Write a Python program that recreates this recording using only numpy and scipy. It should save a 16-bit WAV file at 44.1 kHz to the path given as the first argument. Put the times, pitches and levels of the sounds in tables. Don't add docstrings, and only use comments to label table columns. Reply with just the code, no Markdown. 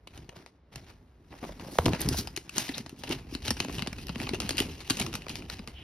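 import sys
import numpy as np
from scipy import signal
from scipy.fft import rfft, irfft
from scipy.io import wavfile
from scipy.ndimage import uniform_filter1d

SR = 44100
rng = np.random.default_rng(int(sys.argv[2]) if len(sys.argv) > 2 else 0)


def dump(signal):
    limited = np.clip(np.atleast_2d(signal).T, -1, 1)
    pcm = np.round(limited * 32767).astype(np.int16)
    wavfile.write(sys.argv[1], SR, pcm)


N = 257103
TIME_S = np.arange(N) / SR

# time in seconds, level in dB.
SWAY_LEVELS = [(0.0, -65), (0.19, -49.5), (0.57, -87), (0.78, -54.5), (1.17, -62), (1.52, -49), (1.77, -55),
               (1.87, -57), (2.09, -31), (2.49, -64), (3.21, -49.5), (3.5, -44.5), (4.71, -44), (4.81, -54),
               (5.03, -48.5)]
# peak, swell and fade in seconds, slide level in dB,
# slide tilt in dB per octave, flutter level in dB before trim.
STROKES = [(0.158, 0.072, 0.2, -53, -2, -56), (0.368, 0.037, 0.17, -51, -2.5, -49.5),
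           (0.723, 0.01, 0.36, -53, -2.5, -56), (0.902, 0.067, 0.045, -52.5, -1.5, -51.5),
           (1.305, 0.0056, 0.9, -57, -3.5, -52.5), (1.48, 0.24, 0.14, -49, 0, -48),
           (1.61, 0.031, 0.14, -47.5, -1.5, -44), (1.74, 0.31, 0.99, -48.5, 3.5, -47),
           (1.883, 0.12, 0.044, -43, 3, -28.5), (1.945, 0.068, 0.083, -37, -4, -46),
           (2.009, 0.042, 0.14, -34, -1, -32), (2.2, 0.16, 0.04, -31, 3, -41),
           (2.36, 0.29, 0.26, -62, -7, -79), (2.577, 0.057, 0.21, -33, 1.5, -40.5),
           (2.767, 0.43, 0.13, -43, -1, -44), (2.994, 0.051, 0.061, -52, 5.5, -49),
           (3.126, 0.15, 0.1, -36.5, -1.5, -35.5), (3.346, 0.066, 0.016, -39.5, 1, -38.5),
           (3.479, 0.082, 0.055, -33.5, 0, -32), (3.612, 0.067, 0.099, -37.5, 0, -38.5),
           (3.76, 0.22, 0.16, -43.5, 1.5, -45.5), (4.023, 0.16, 0.083, -49, 3.5, -50),
           (4.22, 0.22, 0.3, -43.5, -0.5, -41), (4.413, 0.029, 0.63, -41, -1.5, -38.5),
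           (4.587, 0.027, 0.1, -30.5, -0.5, -34), (4.69, 0.033, 0.94, -52, 1.5, -59),
           (4.917, 0.081, 0.17, -40.5, 0.5, -41.5), (5.012, 0.11, 0.13, -36, 0, -33),
           (5.148, 0.13, 0.23, -48.5, -1, -52), (5.293, 0.02, 0.29, -44, -0.5, -43),
           (5.531, 0.1, 0.17, -47, 0, -47.5)]
# centre in Hz, width in octaves, mean gain in dB.
SHUT_TONE = [(2830, 0.23, 7.5), (4330, 0.17, 3), (1400, .35, -2.5)]
# start in seconds, level in dB, tilt in dB per octave,
# ring in Hz, decay time constant in seconds.
FLICKS = [(0.0725, -45, -2, 3770, 0.003), (0.176, -48, -3, 800, 0.0022), (.292, -45.5, -3, 895, 0.0016),
          (.326, -57, -10, 1288, 0.0027), (0.462, -48, -3, 5400, 0.00087), (0.7578, -41.5, 0, 7050, 0.0028),
          (1.322, -50, -11, 1060, 0.0036), (1.4392, -38, -9, 860, 0.004), (1.491, -40, -14.5, 1010, 0.0059),
          (1.521, -48, -6.5, 1400, 0.0035), (1.596, -45, -6, 1050, 0.004), (1.683, -43.5, -12, 840, 0.0046),
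          (1.754, -44, -9, 1400, 0.0023), (1.8567, -28, -3, 5130, 0.0034),
          (1.8604, -34, -6.5, 4500, 0.0022), (1.9333, -29, -6, 2560, 0.0012),
          (2.007, -34.5, 34, 11000, 0.0023), (2.0145, -30, 7.5, 3800, .003),
          (2.0882, -27, 5.5, 5500, 0.0017), (2.143, -36, -9.5, 690, 0.002),
          (2.273, -36.5, -1.9, 5060, 0.0027), (2.363, -33.5, 0.5, 6000, 0.0039),
          (2.3741, -34, -1, 2340, 0.0025), (2.4936, -39, 1, 2490, 0.002),
          (2.5813, -23.5, 0.5, 5550, 0.0017), (2.6902, -34.5, -3.5, 2070, 0.0051),
          (2.7802, -34, 0, 5170, 0.0037), (2.862, -43, -3.5, 5950, 0.0036),
          (2.8943, -46, -0.5, 5500, 0.0012), (3.036, -36.5, -3, 2720, 0.006),
          (3.0922, -41, -0.5, 3200, 0.0023), (3.1111, -35, -4, 2200, 0.0025),
          (3.1236, -47, -6, 3010, 0.0016), (3.3501, -34, -1.5, 4250, 0.0024),
          (3.4806, -29.5, -1.5, 5960, 0.0024), (3.506, -24, -0.5, 5400, 0.0049),
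          (3.568, -42, -3, 2830, 0.0024), (3.6021, -25.5, -2, 3840, 0.0017),
          (3.647, -36.5, -4, 1630, 0.0018), (3.684, -38.5, -5, 3700, 0.00051),
          (3.6958, -42, -7.5, 1200, 0.0023), (3.7834, -35.5, -4, 2670, 0.00026),
          (3.793, -35.5, -3.5, 3880, 0.0018), (3.822, -32, -4, 4080, 0.0021),
          (3.863, -41.5, -5.5, 4350, 0.00088), (3.8725, -33, -2.5, 4170, 0.0034),
          (3.9288, -39.5, -3.5, 2280, 0.0033), (3.983, -42.5, -5, 2600, 0.0079),
          (4.069, -44, 2, 5000, 0.00098), (4.083, -43, -1.5, 2720, 0.0016),
          (4.0928, -35.5, -4, 4620, 0.0052), (4.157, -38.5, -4.5, 2780, .003),
          (4.2005, -36, -5, 2130, 0.0035), (4.2163, -40.5, -4.5, 4200, 0.00071),
          (4.2683, -35.5, -7, 2690, 0.0045), (4.2912, -32.5, -4, 4100, 0.003),
          (4.3344, -35.5, -3, 2680, 0.0079), (4.345, -33.5, -3, 2820, 0.0066),
          (4.402, -30, 0, 6100, 0.0016), (4.4918, -28, 0.5, 6140, 0.0023),
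          (4.5069, -30.5, -0.5, 4800, 0.0019), (4.57, -36, 1, 2730, 0.00096),
          (4.5808, -26, -1, 3050, 0.003), (4.588, -32, 1, 4260, 0.0019), (4.602, -25.5, 2, 2780, 0.0018),
          (4.8046, -41.5, -2.5, 1420, 0.013), (4.899, -23, 0.5, 1570, 0.0082),
          (4.9039, -26, -1, 4530, 0.0059), (4.97, -35.5, 1, 7060, 0.004), (4.998, -28, -0.5, 7100, 0.0038),
          (5.0143, -31, -0.5, 2880, 0.006), (5.0637, -36, -2.5, 5800, 0.0038),
          (5.1286, -41.5, -2, 2200, .002), (5.139, -36, -1.5, 5300, 0.0052),
          (5.1523, -32.5, -1, 5970, 0.0045), (5.2201, -46, -3, 2870, 0.0018),
          (5.2658, -40, -7.5, 2130, 0.0028), (5.2836, -41.5, 0.5, 2180, 0.0012),
          (5.301, -39.5, -0.5, 2760, 0.002), (5.2939, -38, 0, 4680, 0.0048),
          (5.3555, -36, -0.5, 5040, 0.0004), (5.422, -46.5, -3.5, 2600, 0.0029),
          (5.499, -35.5, -2, 4100, 0.0017), (5.592, -43, -6.5, 4320, 0.0024),
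          (5.675, -39.5, -2.5, 2280, 0.00069)]
# peak, swell and fade in seconds, level in dB.
SCRAPES = [(.335, 0.11, 0.17, -55.5), (1.335, 0.027, 0.12, -51), (1.43, 0.019, 0.062, -38),
           (1.64, 0.1, 0.38, -48), (1.958, 0.071, 0.029, -34.5)]
# start in seconds, level in dB before trim, hollow pitch in Hz.
THUDS = [(.288, -47, 480), (0.759, -41.5, 154), (1.426, -38, 252), (1.631, -43.5, 383), (1.859, -23.5, 276),
         (1.884, -32.5, 220), (1.902, -29, 90), (1.931, -29, 184), (2.049, -34, 156), (2.073, -28.5, 183),
         (2.188, -31.5, 237), (2.373, -39, 360), (2.578, -36, 384), (2.692, -32.5, 293),
         (2.801, -38.5, 210), (2.864, -44, 278), (2.926, -41, 297), (3.324, -38, 286), (3.35, -34.5, 278),
         (3.484, -30.5, 101), (3.509, -30, 262), (3.602, -36, 321), (3.647, -38, 251), (3.78, -35, 135),
         (3.822, -33, 208), (3.874, -34, 278), (3.924, -41, 194), (4.096, -32.5, 194), (4.16, -33.5, 240),
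         (4.204, -35, 245), (4.31, -33.5, 254), (4.3327, -29, 388), (4.447, -32.5, 202), (4.507, -33, 323),
         (4.543, -37, 295), (4.605, -27.5, 380), (4.654, -34.5, 55), (4.905, -27.5, 303),
         (5.006, -28.5, 196), (5.144, -35.5, 198), (5.303, -41, 290), (5.595, -38.5, 204),
         (5.678, -45, 232)]
# start in seconds, pulse level, boom gain and
# scuff level in dB.
CLAPS = [(1.7866, -16.5, 2, -33), (1.862, -25.5, -7, -31), (1.882, -28.5, 0, -41.5)]
# frequency in Hz, level in dB before boom gain, T60 in seconds.
SLEEVE_MODES = [(81, -25, 0.17), (183, -33, 0.042), (630, -24.5, 0.027)]
# peak, swell and fade in seconds, level in dB, pitch in Hz.
FINGER_DRAGS = [(2.745, 0.015, 0.036, -35.5, 3860), (5.775, 0.079, 0.39, -50, 2950)]
# frequency in Hz, relative gain in dB.
AIR_SPECTRUM = [(20, -29), (60, 7), (150, -10.5), (400, -13), (1500, -25), (5000, -38.5), (15000, -76)]
FLUTTER_SPECTRUM = [(60, -18.5), (115, 3.5), (200, 2), (290, 2), (400, -3.5), (600, -17), (1000, -17),
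                    (2500, -55.5)]
SWAY_SPECTRUM = [(16, -57), (30, -12.5), (48, -0.5), (80, 1), (110, -7), (160, -14), (400, -48.5)]
SLIDE_SPECTRUM = [(200, -5), (450, -9.5), (750, 0), (1100, -5.5), (1700, -1.5), (3400, -5), (5700, -3.5),
                  (7000, -10), (12500, -15), (15500, -16)]
FLICK_SPECTRUM = [(100, -13.5), (300, -8), (600, -6.5), (900, -4.5), (1700, -6), (2200, -3.5), (2750, 2),
                  (3450, -3.5), (4300, -.5), (5700, -4.5), (7000, -6), (9000, -8), (12500, -14.5),
                  (15500, -29)]
SCRAPE_SPECTRUM = [(200, -23), (500, 8.5), (900, 5), (1600, -9.5), (3000, -12), (6000, -40), (14000, -22)]
THUD_SPECTRUM = [(50, -3), (120, 14.5), (260, 7), (420, 1), (620, -15.5), (1100, -10.5), (3000, -75)]
CLAP_SPECTRUM = [(60, -33), (150, 2.5), (300, -11), (480, 4), (700, 1), (1000, 0), (1500, -7), (2200, -14),
                 (3500, -16.5), (5500, -37), (9000, -40), (15000, -27)]
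# frequency in Hz, T60 in seconds.
ROOM_T60 = [(100, 0.22), (2500, 0.24), (14000, 0.37)]
# frequency in Hz, left phase lead in radians, left minus right in dB,
# coherence from 0 to 1.
MIC_PORTS = [(50, 0, 0, .996), (200, -.05, 0, .99), (450, -.2, 0, .95), (1100, -.4, -1, .5),
             (1550, .7, 0, .55), (2000, 0, 0, .95), (2550, .9, 4, .72), (3200, .6, -3.5, .6),
             (3800, .5, 2, .55), (4600, 1.3, 3, .56), (5200, .3, 2, .75), (6200, 1.5, -.5, .9),
             (7200, 3, 0, .97), (8200, 3.4, 0, .97), (10200, 6, 0, .9), (11700, 6.4, 0, .92),
             (13900, 9.3, 0, .95)]

SHUT_S, PRESS_S = 2.4, 0.55


def amp(db):
    return 10 ** (np.asarray(db) / 20)


def unit_rms(x):
    return x / np.sqrt(np.mean(x ** 2) + 1e-20)


def at_level(x, db):
    return amp(db) * x / np.sqrt((x ** 2).sum(1, keepdims=True) / (SR / 100) + 1e-20)


def add(mix, start_s, sound):
    part = mix[:, max(round(start_s * SR), 0):][:, :sound.shape[1]]
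    part += sound[:, :part.shape[1]]


def bins_hz(size):
    return np.fft.rfftfreq(size, 1 / SR)


def lookup(table, hz, column=1):
    columns = np.transpose(table)
    return np.interp(np.log(hz + 1), np.log(columns[0] + 1), columns[column])


def bell_db(hz, centre_hz, width_oct, gain_db):
    return gain_db * np.exp(-(np.log2((hz + 1) / centre_hz) / width_oct) ** 2)


def tilt_octaves(hz):
    return np.log2(np.clip(hz, 600, 14000) / 3000)


def min_phase(db):
    log_gain = np.log(amp(np.concatenate([db, db[-2:0:-1]])))
    return np.exp(np.conj(signal.hilbert(log_gain)))[:len(db)]


def coloured(x, spectrum, size=8192):
    impulse = irfft(min_phase(lookup(spectrum, bins_hz(size))))
    return unit_rms(signal.oaconvolve(x, impulse[None], axes=1)[:, :N])


def bending(hz, delay_1khz_s):
    return np.exp(-4j * np.pi * delay_1khz_s * np.sqrt(1000 * hz))


def wander(rate_hz):
    return unit_rms(irfft(rfft(rng.standard_normal(N)) / (1 + (bins_hz(N) / rate_hz) ** 4), N))


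def smooth_field(shape, time_steps, freq_bins):
    field = rng.standard_normal(shape)
    for _ in range(2):
        field = uniform_filter1d(uniform_filter1d(field, freq_bins, 0), time_steps, 1)
    return unit_rms(field)


def grains(per_s, spread_db):
    sizes = amp(spread_db * np.minimum(rng.exponential(1, N), 4))
    slipping = rng.random(N) < per_s / SR
    return unit_rms(sizes * slipping * rng.standard_normal((2, N)))


def stroke_power(peak_s, swell_s, fade_s, peak_db, range_db=29):
    distance = np.maximum((peak_s - TIME_S) / swell_s, (TIME_S - peak_s) / fade_s).clip(0, 8)
    return amp(peak_db - range_db * distance) ** 2


def hand_motion(idle_rub_db=-14.5, idle_flutter_db=-3.5, idle_db_oct=-4.5,
                shut_rub_db=-63.5, linger=1.92):
    sway_db = np.interp(TIME_S, *np.transpose(SWAY_LEVELS))
    rub_power = amp(sway_db + idle_rub_db) ** 2 + amp(shut_rub_db) ** 2 * (TIME_S > SHUT_S)
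    flutter_power = amp(sway_db + idle_flutter_db) ** 2
    weighted_tilt = idle_db_oct * rub_power
    for peak_s, swell_s, fade_s, slide_db, tilt_db_oct, flutter_db in STROKES:
        power = stroke_power(peak_s, swell_s, fade_s, slide_db)
        rub_power += power
        weighted_tilt += tilt_db_oct * power
        flutter_power += stroke_power(peak_s, swell_s, fade_s * linger, flutter_db)
    return 10 * np.log10(rub_power), weighted_tilt / rub_power, 10 * np.log10(flutter_power), sway_db


def room_air(level_db=-62):
    return amp(level_db) * coloured(rng.standard_normal((2, N)), AIR_SPECTRUM)


def board_flex(flutter_db, sway_db, flutter_trim_db=-1, lumpy_db=3):
    buckles = grains(per_s=900, spread_db=0.5) * amp(lumpy_db * wander(rate_hz=10.4))
    flutter = coloured(buckles, FLUTTER_SPECTRUM) * amp(flutter_db + flutter_trim_db)
    sway = coloured(rng.standard_normal((2, N)), SWAY_SPECTRUM) * amp(sway_db)
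    return flutter + sway


def paper_slide(level_db, tilt_db_oct, tick_share=0.52, catch_db=2.6, drift_db=1.6):
    drive = np.sqrt(1 - tick_share) * rng.standard_normal((2, N))
    drive += np.sqrt(tick_share) * grains(per_s=1400, spread_db=2)
    hz, t, frames = signal.stft(drive, SR, nperseg=512, noverlap=384)
    brightness_db = np.outer(tilt_octaves(hz), np.interp(t, TIME_S, tilt_db_oct))
    pressed = np.clip((t - SHUT_S) / PRESS_S, 0, 1)
    shut_db = pressed * sum(shut_tone_db(hz, t, *row) for row in SHUT_TONE)
    contact_db = drift_db * smooth_field(frames.shape[1:], time_steps=6, freq_bins=7)
    gain = amp(lookup(SLIDE_SPECTRUM, hz)[:, None] + brightness_db + shut_db + contact_db)
    gain /= np.linalg.norm(gain, axis=0)
    hiss = signal.istft(frames * gain, SR, nperseg=512, noverlap=384)[1][:, :N]
    catching = amp(catch_db * wander(rate_hz=48))
    return unit_rms(hiss * catching) * amp(level_db)


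def crinkles(slide_db, tilt_db_oct, offset_db=-8, range_db=17, count=350):
    out = np.zeros((2, N))
    for when, strength, pitch in rng.random((count, 3)):
        i = int(when * N)
        level_db = slide_db[i] + offset_db + range_db * (strength - 0.5)
        snap = flick(level_db, tilt_db_oct[i] - 1, ring_hz=900 * 7 ** pitch, decay_s=0.00081)
        add(out, i / SR - 0.0005, snap)
    return out


def flick(level_db, tilt_db_oct, ring_hz, decay_s, rise_s=0.00049, slips_db=3.5,
          rattle_db=-23, rattle_s=0.024, scatter_db=2.4, size=2048):
    hz, t = bins_hz(size), np.arange(size) / SR
    scuff = rng.standard_normal((2, size)) * (1 - np.exp(-(t / rise_s) ** 2))
    slips = amp(slips_db * smooth_field((1, size), time_steps=24, freq_bins=1))
    envelope = np.exp(-t / decay_s) + amp(rattle_db) * np.exp(-t / rattle_s)
    drive = scuff * slips * envelope
    drive[:, round(0.0008 * SR)] += 0.395 * np.sqrt(decay_s * SR)
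    ring_db = bell_db(hz, ring_hz, width_oct=0.24, gain_db=4.8)
    ring_db += scatter_db * smooth_field((len(hz), 1), time_steps=1, freq_bins=16)[:, 0]
    colour_db = lookup(FLICK_SPECTRUM, hz) + tilt_db_oct * tilt_octaves(hz) + ring_db
    patch = min_phase(colour_db) * bending(hz, delay_1khz_s=0.000693)
    return at_level(irfft(rfft(drive) * patch), level_db)


def edge_flicks():
    out = np.zeros((2, N))
    for start_s, *settings in FLICKS:
        add(out, start_s - 0.0005, flick(*settings))
    return out


def edge_scrapes():
    power = sum(stroke_power(*row) for row in SCRAPES)
    return coloured(grains(per_s=460, spread_db=3.5), SCRAPE_SPECTRUM) * np.sqrt(power)


def board_thuds(shove=20, knock_s=0.005, trim_db=1, size=8192):
    out = np.zeros((2, N))
    hz, t = bins_hz(size), np.arange(size) / SR
    for start_s, level_db, pitch_hz in THUDS:
        hollow_db = bell_db(hz, pitch_hz, width_oct=0.45, gain_db=14)
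        board = min_phase(lookup(THUD_SPECTRUM, hz) + hollow_db) * bending(hz, delay_1khz_s=0.0008)
        drive = rng.standard_normal((2, size)) * np.exp(-t / knock_s)
        drive[:, 0] += shove
        add(out, start_s, at_level(irfft(rfft(drive) * board), level_db + trim_db))
    return out


def flap_clap(start_s, pulse_db, boom_db, scuff_db, side_db=-7, side_lag_s=0.00047, size=16384):
    out = np.zeros((2, N))
    hz, t = bins_hz(size), np.arange(size) / SR
    board = min_phase(lookup(CLAP_SPECTRUM, hz)) * bending(hz, delay_1khz_s=0.001036)
    pulse = at_level(irfft(board)[None], pulse_db)[0]
    side = amp(side_db) * np.roll(pulse, round(side_lag_s * SR))
    boom = sum(amp(boom_db + mode_db - 60 * t / t60_s) * np.sin(2 * np.pi * mode_hz * t)
               for mode_hz, mode_db, t60_s in SLEEVE_MODES)
    burst = rng.standard_normal((2, size)) * np.exp(-t / 0.0042)
    scuff = irfft(rfft(burst) * min_phase(lookup(FLICK_SPECTRUM, hz)))
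    add(out, start_s - 0.0014, at_level(scuff, scuff_db))
    add(out, start_s, np.array([pulse, side]))
    add(out, start_s + 0.00505, np.array([boom, np.zeros(size)]))
    return out


def shut_tone_db(hz, t, centre_hz, width_oct, mean_db, glide_oct=0.07, depth=0.25):
    glide = glide_oct * np.interp(t, TIME_S, wander(rate_hz=3))
    strength = 1 + depth * np.interp(t, TIME_S, wander(rate_hz=3))
    return bell_db(hz[:, None], centre_hz * 2 ** glide, width_oct, mean_db * strength)


def finger_drags(width_hz=850):
    out = np.zeros((2, N))
    for peak_s, swell_s, fade_s, level_db, pitch_hz in FINGER_DRAGS:
        band = 1 / (1 + (2 * (bins_hz(N) - pitch_hz) / width_hz) ** 2)
        hiss = irfft(rfft(rng.standard_normal((2, N))) * band, N)
        out += unit_rms(hiss) * np.sqrt(stroke_power(peak_s, swell_s, fade_s, level_db))
    return out


def room(x, wet_db=-15, taps_per_s=2500, predelay_s=0.005, size=16384):
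    taps = rng.standard_normal((2, size)) * (rng.random((2, size)) < taps_per_s / SR)
    taps *= np.arange(size) > predelay_s * SR
    hz, t, frames = signal.stft(taps, SR, nperseg=256)
    decay = amp(-60 * t / lookup(ROOM_T60, hz)[:, None])
    tail = signal.istft(frames * decay, SR, nperseg=256)[1]
    tail /= np.linalg.norm(tail, axis=1, keepdims=True)
    return x + amp(wet_db) * signal.fftconvolve(x, tail, axes=1)[:, :N]


def mic_ports(mid_side):
    phase_rad, balance_db, coherence = (lookup(MIC_PORTS, bins_hz(N), column) for column in (1, 2, 3))
    mid, side = rfft(mid_side) * np.sqrt([(1 + coherence) / 2, (1 - coherence) / 2])
    casing = amp(balance_db / 2) * np.exp(1j * phase_rad / 2)
    norm = np.sqrt((abs(casing) ** 2 + abs(casing) ** -2) / 2)
    return irfft(np.array([(mid + side) * casing, (mid - side) / casing]) / norm, N)


def scene():
    air = room_air()
    slide_db, tilt_db_oct, flutter_db, sway_db = hand_motion()
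    paper = edge_flicks() + crinkles(slide_db, tilt_db_oct)
    paper += paper_slide(slide_db, tilt_db_oct) + finger_drags()
    boards = board_thuds() + sum(flap_clap(*row) for row in CLAPS)
    boards += edge_scrapes() + board_flex(flutter_db, sway_db)
    return mic_ports(room(paper + boards) + air)


def record(dry):
    cutoff_hz = 15900
    lowpass = signal.firwin(511, cutoff_hz, window=("kaiser", 9), fs=SR)
    return signal.oaconvolve(dry, lowpass[None], "same")


dry = scene()
out = record(dry)
dump(out)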